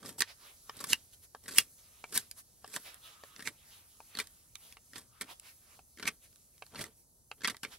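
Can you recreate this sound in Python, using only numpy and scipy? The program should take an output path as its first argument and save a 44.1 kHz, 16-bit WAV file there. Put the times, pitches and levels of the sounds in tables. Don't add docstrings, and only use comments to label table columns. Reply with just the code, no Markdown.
import sys
import numpy as np
from scipy import signal
from scipy.fft import rfft, irfft, next_fast_len
from scipy.io import wavfile
from scipy.ndimage import map_coordinates

SR = 44100
rng = np.random.default_rng(int(sys.argv[2]) if len(sys.argv) > 2 else 0)


def decibels_to_gain(level_db):
    exponent = np.asarray(level_db, float) / 20
    return 10 ** exponent


def store_wav(level_fs):
    pcm = np.round(np.clip(np.atleast_2d(level_fs), -1, 1) * 32767)
    wavfile.write(sys.argv[1], SR, pcm.T.astype(np.int16))


N = 343371


def rms_one(x):
    return x / np.sqrt(np.mean(x ** 2) + 1e-20)


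def peak_one(x):
    return x / (np.abs(x).max() + 1e-20)


def add(out, start_s, sound):
    at = round(start_s * SR)
    out[at:at + len(sound)] += sound[:N - at]


def resonance(x, hz, width_hz):
    r = np.exp(-np.pi * width_hz / SR)
    zeros = np.array([1, 0, -1]) * (1 - r * r) / 2
    poles = [1, -2 * r * np.cos(2 * np.pi * hz / SR), r * r]
    return signal.lfilter(zeros, poles, x)


def body(x, peaks):
    out = 0
    for k, (hz, width_hz, db) in enumerate(peaks):
        out = out + (-1) ** k * decibels_to_gain(db) * resonance(x, hz, width_hz)
    return out


def band(x, low_hz, high_hz):
    return signal.sosfilt(signal.butter(2, [low_hz, high_hz], "band", fs=SR, output="sos"), x)


def drift(rate_hz):
    knots = rng.standard_normal(4000)
    return map_coordinates(knots, [np.arange(N) / SR * rate_hz * 2], order=1)


def crackle(shape, per_s, spread_db):
    sizes = decibels_to_gain(spread_db * np.minimum(rng.exponential(1, shape), 4)) * rng.choice([-1, 1], shape)
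    return sizes * (rng.random(shape) < per_s / SR) + 1e-9


def coloured(spectrum, patchy_db):
    out, together = 0, drift(6.0)
    edges_hz = 22 * 2 ** np.arange(0, 9.9, .5)
    white = rng.standard_normal((2, N))
    hz_at, db_at = np.transpose(spectrum)
    for k, (low_hz, high_hz) in enumerate(zip(edges_hz, edges_hz[1:])):
        level_db = np.interp(np.log(low_hz * high_hz) / 2, np.log(hz_at), db_at, -60, db_at[-1])
        if level_db > -55:
            flicker_db = patchy_db * (1.2 * together + drift(11.0))
            out = out + decibels_to_gain(level_db + flicker_db) * band(white[k % 2], low_hz, high_hz)
    return rms_one(out)


# frequency in Hz, level in dB per Hz.
WOODS_SPECTRUM = [(15, -32), (30, -8), (80, -1.5), (130, -8), (370, -18), (700, -19.5), (1000, -27.5),
                  (2500, -45), (4000, -49.5), (5600, -33), (7000, -25), (12000, -24), (16000, -19)]


def woods():
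    return decibels_to_gain(-68) * coloured(WOODS_SPECTRUM, patchy_db=-0.5)


def effort(t_s, start_s, top_s, *levels_db):
    build_up_db = (16.5, 26, 17.5)
    let_go_db_per_s = (331, 378, 326.5)
    lead_s = .025
    t = start_s - lead_s + np.arange(SR // 2) / SR
    short = np.clip((top_s - t) / (top_s - start_s), 0, None)
    below_db = np.outer(build_up_db, short) + np.outer(let_go_db_per_s, np.maximum(t - top_s, 0))
    fade_in = np.clip(1 - (start_s - t) / lead_s, 0, 1)
    shape = decibels_to_gain(np.array(levels_db)[:, None] - below_db) * fade_in
    return [np.interp(t_s, t, row, 0, 0) for row in shape]


# frequency in Hz, width in Hz, level in dB.
WOOD_GRAIN = [(1100, 470, 2), (1700, 450, 4), (2480, 820, -1.5), (3174, 160, 6), (4194, 1200, -4)]
# frequency in Hz, width in Hz, level in dB.
BLADE_EDGE = [(5200, 1900, -7.5), (6800, 280, -1), (7380, 1600, -3), (10200, 920, 2), (10500, 1400, 0.5),
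              (13940, 2500, -4)]
# start in seconds, full effort in seconds, woody rasp in dB,
# fine hiss in dB, push in the hands in dB.
PLOUGH_STROKES = [(0.0, 0.087, -55, -46, -48), (0.204, 0.195, -82, -34, -47.5),
                  (0.744, 0.911, -55.5, -45, -50), (1.439, 1.59, -55, -39.5, -52),
                  (2.088, 2.173, -67, -39.5, -53.5), (2.63, 2.757, -58, -47, -60.5),
                  (3.356, 3.479, -67, -51.5, -58.5), (4.149, 4.197, -48, -44, -52),
                  (4.923, 4.981, -55.5, -49.5, -56.5), (5.202, 5.219, -55, -55, -54),
                  (5.997, 6.068, -51.5, -51, -47), (6.724, 6.817, -48.5, -46, -46),
                  (7.387, 7.504, -57, -53, -53), (7.649, 7.649, -53, -70, -52)]


def strokes():
    t = np.arange(N) / SR
    rasp, hiss, push = sum(np.array(effort(t, *row)) for row in PLOUGH_STROKES)
    fibres = crackle(N, per_s=5000, spread_db=4) * decibels_to_gain(2.5 * drift(90.0))
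    shake = band(rng.standard_normal(N) * decibels_to_gain(4 * drift(40.0)), 75, 430)
    cut = rasp * rms_one(body(fibres, WOOD_GRAIN)) + hiss * rms_one(body(fibres, BLADE_EDGE))
    return cut + push * rms_one(shake)


# time in seconds, level in dB.
SLOW_RUB = [(0.0, -82), (0.89, -57.5), (1.0, -64), (1.28, -78), (2.21, -61), (2.39, -80.5), (2.67, -78.5),
            (2.82, -63), (3.75, -77), (4.12, -67), (4.77, -79.5), (5.23, -74), (6.61, -77), (6.81, -71.5),
            (7.03, -90), (7.35, -85.5), (7.57, -77.5), (7.79, -70.5)]
# time at the height in seconds, cloth body in dB, cloth hiss in dB,
# half length in seconds.
ARM_SWISHES = [(0.301, -51, -58.5, 0.029), (0.472, -57, -62, 0.061), (1.138, -61.5, -55, 0.013),
               (1.242, -56, -59, 0.018), (1.792, -61.5, -63, 0.014), (2.389, -57.5, -50, 0.025),
               (2.867, -51, -57.5, 0.031), (3.057, -63.5, -58.5, 0.038), (3.736, -60, -58, 0.11),
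               (4.667, -61, -56.5, 0.075), (5.31, -53, -55.5, 0.027), (5.471, -58, -57.5, 0.044),
               (5.722, -65.5, -58.5, 0.081), (6.246, -61, -57, 0.028), (6.996, -74.5, -62, 0.04),
               (7.734, -51.5, -53.5, 0.026)]
# time at the height in seconds, level in dB, half length in seconds.
FOLD_RUBS = [
    (.62, -68.5, .2),
    (3.102, -60, 0.33),
    (5.1, -66.5, 0.0956),
]
# frequency in Hz, width in Hz, level in dB.
FOLD_HOLLOW = [(1230, 160, 3)]
# frequency in Hz, level in dB per Hz.
BODY_SPECTRUM = [(250, -13), (500, -2), (1200, -2), (2000, -2), (3500, 0), (5000, -6.5), (6500, -19)]
# frequency in Hz, level in dB per Hz.
HISS_SPECTRUM = [(3000, -39.5), (4500, -9), (6000, -1.5), (9000, -7.5), (12000, -1), (16000, 0.5)]


def sleeve():
    t = np.arange(N) / SR
    swish_body, swish_hiss, fold = 0, 0, 0
    for s, body_db, hiss_db, half_s in ARM_SWISHES:
        bell = np.exp(-((t - s) / half_s) ** 2)
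        swish_body = swish_body + decibels_to_gain(body_db) * bell
        swish_hiss = swish_hiss + decibels_to_gain(hiss_db) * bell
    for s, db, half_s in FOLD_RUBS:
        fold = fold + decibels_to_gain(db) * np.exp(-((t - s) / half_s) ** 4)
    rub_db = np.interp(t, *np.transpose(SLOW_RUB))
    rub_body = decibels_to_gain(rub_db - 1)
    rub_hiss = decibels_to_gain(-64 + 0.29 * (rub_db - rub_db.mean()))
    cloth = coloured(BODY_SPECTRUM, patchy_db=-3.5)
    low = np.hypot(rub_body, swish_body) * cloth + (.5 * rub_body + fold) * body(cloth, FOLD_HOLLOW)
    return low + np.hypot(rub_hiss, swish_hiss) * coloured(HISS_SPECTRUM, patchy_db=1.5)


def breaks(rows, rise, tail, width_hz, grainy, trim_db, thud_db, first, length_s=None):
    out, t = np.zeros(N), np.arange(4000) / SR
    fibres = crackle((len(rows), 4000), per_s=8000, spread_db=3.3)
    grips = rng.normal(1, .08, len(rows))
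    for (s, db, hz, bright_db, *own_length_s), clicks, grip in zip(rows, fibres, grips):
        u = t / max(length_s or own_length_s[0], 5e-4)
        burst = clicks * (1 - np.exp(-u / rise)) * (np.exp(-u ** 3) + tail * np.exp(-t / .013))
        burst = burst + first * np.abs(burst).max() * (np.abs(u - 2 * rise) < u[1])
        jerk = burst * (np.exp(-u ** 3) + .3)
        grain = np.multiply(WOOD_GRAIN, [grip, 1, 1])
        edge = np.multiply(BLADE_EDGE, [grip, 1, 1])
        stutter = [(2 * hz, 1.2 * width_hz, 0), (3 * hz, 2 * width_hz, -3)]
        wood = peak_one(resonance(resonance(jerk, hz, width_hz), hz, 3 * width_hz))
        wood = wood + 0.14 * peak_one(body(jerk, stutter))
        wood = wood + grainy * peak_one(body(burst, grain))
        wood = wood + .55 * peak_one(band(burst, 2200, 6500))
        crack = decibels_to_gain(bright_db + 7.5) * peak_one(body(burst, edge))
        jolt = band(burst * np.exp(-t / .008), 150, 520)
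        thud = decibels_to_gain(thud_db - .55 * (db + 30.5)) * peak_one(jolt)
        add(out, s, decibels_to_gain(db + trim_db) * (peak_one(wood) + crack + thud))
    return out


# start in seconds, peak in dB, ringing in Hz, bright crackle in dB re peak.
EDGE_NIBBLES = [(0.028, -41, 1460, -13), (0.048, -40.5, 1090, -20), (0.059, -36, 5200, -7),
                (0.182, -41.5, 880, -14), (0.192, -41, 3300, 1), (0.767, -51, 4500, 7),
                (0.776, -51, 1800, 2), (0.79, -41, 4000, -10), (0.869, -44, 980, 6),
                (1.458, -42, 1900, -25), (1.536, -45, 3740, -5.5), (2.738, -35.5, 2350, -6),
                (3.382, -52, 1900, -3), (3.404, -38, 1890, -14.5), (3.423, -33.5, 1840, -11.5),
                (4.211, -34.5, 1750, -22), (5.972, -44.5, 1970, -14), (5.985, -42, 1540, -17),
                (6.746, -37.5, 950, -19.5), (7.407, -43.5, 1530, -28), (7.417, -37, 1570, -25)]


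def nibbles():
    return breaks(EDGE_NIBBLES, rise=0.061, tail=.05, width_hz=400, grainy=0.61, trim_db=-1.5,
                  thud_db=-16.5, first=0.41, length_s=0.0062)


# start in seconds, peak in dB, ringing in Hz, bright crackle in dB re peak,
# length in seconds.
EDGE_SLIPS = [(0.09, -37, 1690, -1, 0.01), (0.205, -21.5, 1670, -3, 0.015), (0.802, -34, 1090, -2, 0.017),
              (0.84, -27, 1100, -1, 0.0072), (0.923, -19, 3030, -20.5, 0.0087),
              (1.479, -32.5, 1500, -3, 0.019), (1.507, -35, 4680, -4, 0.027),
              (2.123, -31.5, 1724, -5, 0.017), (3.392, -34, 1860, -15.5, .013),
              (4.187, -18.5, 4230, -8.5, 0.011), (4.199, -18, 2430, -11, 0.0074),
              (4.956, -32, 1720, -16, 0.013), (5.21, -25, 2280, -3, 0.014), (5.996, -31.5, 2100, -13, 0.01),
              (6.025, -26.5, 1480, -16, 0.013), (6.053, -24.5, 2290, -22, .01),
              (6.755, -30.5, 4320, -26, 0.014), (6.808, -28.5, 3350, -10, 0.01),
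              (7.433, -28.5, 2104, -10, 0.021), (7.444, -13.5, 2170, -45, 0.015),
              (7.478, -17.5, 1660, -18, 0.0094), (7.496, -20.5, 2200, -13.5, 0.014),
              (7.631, -25, 1720, -8, 0.015)]


def slips():
    return breaks(EDGE_SLIPS, rise=0.073, tail=0.04, width_hz=204, grainy=1.85, trim_db=-4,
                  thud_db=-10, first=1.0)


# start in seconds, peak in dB, ringing in Hz, bright crackle in dB re peak.
CURL_SNAPS = [(0.205, -18.5, 4830, -3.5), (0.219, -9.5, 1725, -18), (0.914, -42, 5030, -9),
              (0.93, -8, 2820, -7), (1.583, -5, 2764, -2.5), (2.175, -21.5, 1780, 4),
              (2.676, -44.5, 1750, 1), (2.7, -66, 4800, 14), (2.762, -21.5, 1520, -5),
              (2.768, -27, 800, -28), (3.473, -16, 2250, -21), (4.15, -30, 4330, -14),
              (4.171, -28.5, 4190, -11), (4.933, -35.5, 1805, -16), (4.981, -37, 1800, -2.5),
              (5.229, -39, 2240, -27.5), (6.075, -19, 2107, -10.5), (6.086, -26, 2480, -17),
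              (6.791, -28, 2010, -11), (6.84, -30, 1930, -9), (7.474, -20.5, 2380, -5.5),
              (7.502, -36, 1900, -25), (7.648, -25, 2240, -23)]


def snaps():
    return breaks(CURL_SNAPS, rise=.15, tail=0.12, width_hz=320, grainy=0.75, trim_db=-3,
                  thud_db=-13.5, first=0.3, length_s=.0034)


# start in seconds, peak in dB, low mode in Hz, high mode in Hz,
# high mode in dB re peak.
BLADE_TAPS = [(0.695, -42, 1060, 1820, 0), (1.348, -40.5, 882, 1580, -10), (2.04, -41, 810, 2330, -3.5),
              (2.644, -44.5, 730, 1630, -5), (3.236, -48, 600, 1720, 0.5), (4.003, -45, 840, 2470, -15),
              (4.769, -59.5, 825, 2670, 4.5), (5.791, -51.5, 770, 2470, -11), (6.622, -43.5, 810, 2520, -5),
              (7.314, -45.5, 820, 2580, 2.5), (7.545, -55.5, 1010, 1960, 5)]


def taps():
    out, t = np.zeros(N), np.arange(3000) / SR
    width_hz = 190
    noises = rng.standard_normal((len(BLADE_TAPS), 3000))
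    for (s, db, low_hz, high_hz, high_db), noise in zip(BLADE_TAPS, noises):
        knock = np.exp(-((t - .0008) / .00015) ** 2)
        knock = knock + 900 * t * noise * np.exp(-t / .0013)
        knock = knock + .03 * noise * np.exp(-t / .007)
        palm = 0.14 * peak_one(resonance(knock, 510, 80))
        low = peak_one(resonance(knock, low_hz, width_hz)) + palm
        high = peak_one(resonance(knock, high_hz, width_hz)) + 1.16 * peak_one(body(knock, WOOD_GRAIN))
        tick = peak_one(band(noise * np.exp(-t / 0.0011), 3440, 5160))
        add(out, s, decibels_to_gain(db + 4.5) * (low + decibels_to_gain(high_db + 3.5) * high + decibels_to_gain(high_db - 6) * tick))
    return out


# start in seconds, peak in dB, ringing in Hz, bright crackle in dB re peak,
# length in seconds.
CURL_TEARS = [
    (0.885, -22.5, 3580, 3, 0.042),
    (1.552, -17.5, 2740, -2, 0.035),
    (2.134, -20, 1700, 5.5, 0.039),
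    (2.148, -14, 1730, -6, 0.029),
    (2.742, -28.5, 1560, 6.5, 0.024),
    (3.449, -20.5, 2180, -3.5, 0.036),
    (4.935, -40, 1880, -14, 0.019),
    (6.066, -6.5, 2330, -10.5, 0.02),
    (6.762, -26.5, 2150, -10, 0.052),
    (6.813, -30, 2150, 2.5, 0.016),
]


def tears():
    return breaks(CURL_TEARS, rise=0.8, tail=0.0178, width_hz=690, grainy=1.0, trim_db=-14.5,
                  thud_db=-16, first=0)


# start in seconds, peak in dB, ringing in Hz, bright crackle in dB re peak.
HARD_TICKS = [(1.438, -56, 1800, 5), (2.312, -40, 1860, 6), (1.576, -34.5, 4800, 11.5),
              (2.943, -45, 3180, 5), (3.362, -35, 4040, -26), (4.271, -44.5, 4600, 0.5),
              (4.554, -29, 3230, -11.5), (4.724, -38.5, 2700, -11), (5.397, -46.5, 3180, 6.5),
              (6.328, -56, 3100, -19), (6.358, -53, 4500, -1), (6.579, -48.5, 2750, -14),
              (6.664, -43, 3820, -11.5), (7.567, -37.5, 4830, -8)]


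def ticks():
    return breaks(HARD_TICKS, rise=0.13, tail=0.058, width_hz=3500, grainy=1.0, trim_db=-2.0,
                  thud_db=-29, first=0.044, length_s=0.0026)


def tarp(x):
    t60_s, level_db, gap_s = 0.056, -16.5, .004
    t = np.arange(8000) / SR
    echoes = band(rng.standard_normal(8000), 360, 4200) * decibels_to_gain(-60 * t / t60_s) * (t > gap_s)
    return decibels_to_gain(level_db) * signal.fftconvolve(x, echoes / np.linalg.norm(echoes))[:N]


# frequency in Hz, right lead in radians, likeness of near sounds (0-1),
# likeness of far sounds (0-1), left minus right in dB.
MIC_PORTS = [(100, .1, .9, .85, .6), (350, .3, .88, .45, -1.5), (1000, .15, .92, .2, .5),
             (2500, 0, .83, .4, -1.2), (3800, .3, .62, .65, -2.4), (5400, 1.4, .45, .3, -4.5),
             (7200, 1.6, .8, .75, -2.5), (8600, .9, .97, .95, -.4), (9200, .03, 1, 1, 0),
             (10600, -.03, 1, 1, 0), (11400, -1, 1, 1, 0), (12700, -2.3, 1, 1, 0), (13200, -3.12, 1, 1, 0),
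             (14950, -3.16, 1, 1, 0), (15600, -4.5, 1, 1, 0)]


def ports(x, alike, smear_s, wander_hz):
    size = next_fast_len(N + SR // 4)
    hz, table = np.arange(size // 2 + 1) * SR / size, np.transpose(MIC_PORTS)
    lead, like, tilt_db = (np.interp(hz, table[0], c) for c in (table[1], alike, table[4]))
    t = np.arange(SR // 4) / SR
    scatter = rfft(rng.standard_normal(SR // 4) * np.exp(-t / smear_s), size)
    moving = np.real(signal.hilbert(x, size)[:N] * np.exp(2.5j * drift(wander_hz)))
    other = rfft(moving, size) * scatter / np.abs(scatter)
    sign = np.array([[1], [-1]])
    pair = np.sqrt((1 + like) / 2) * rfft(x, size) + sign * np.sqrt((1 - like) / 2) * other
    return irfft(pair * decibels_to_gain(sign * tilt_db / 2) * np.exp(-.5j * sign * lead), size)[:, :N]


def scene():
    around = woods() + sleeve()
    knife = strokes() + nibbles() + slips() + snaps() + taps() + tears() + ticks()
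    near, far = np.transpose(MIC_PORTS)[2:4]
    close = ports(knife + tarp(knife), near, smear_s=0.0014, wander_hz=25.0)
    return close + ports(around, far, smear_s=0.018, wander_hz=3.6)


def roll_off(x):
    return signal.sosfilt(signal.butter(12, 17000, fs=SR, output="sos"), x)


def record(dry):
    low_pass = signal.cheby2(16, 80, 16600, fs=SR, output="sos")
    mix = signal.sosfilt(low_pass, dry)
    return roll_off(mix)


dry = scene()
out = record(dry)
store_wav(out)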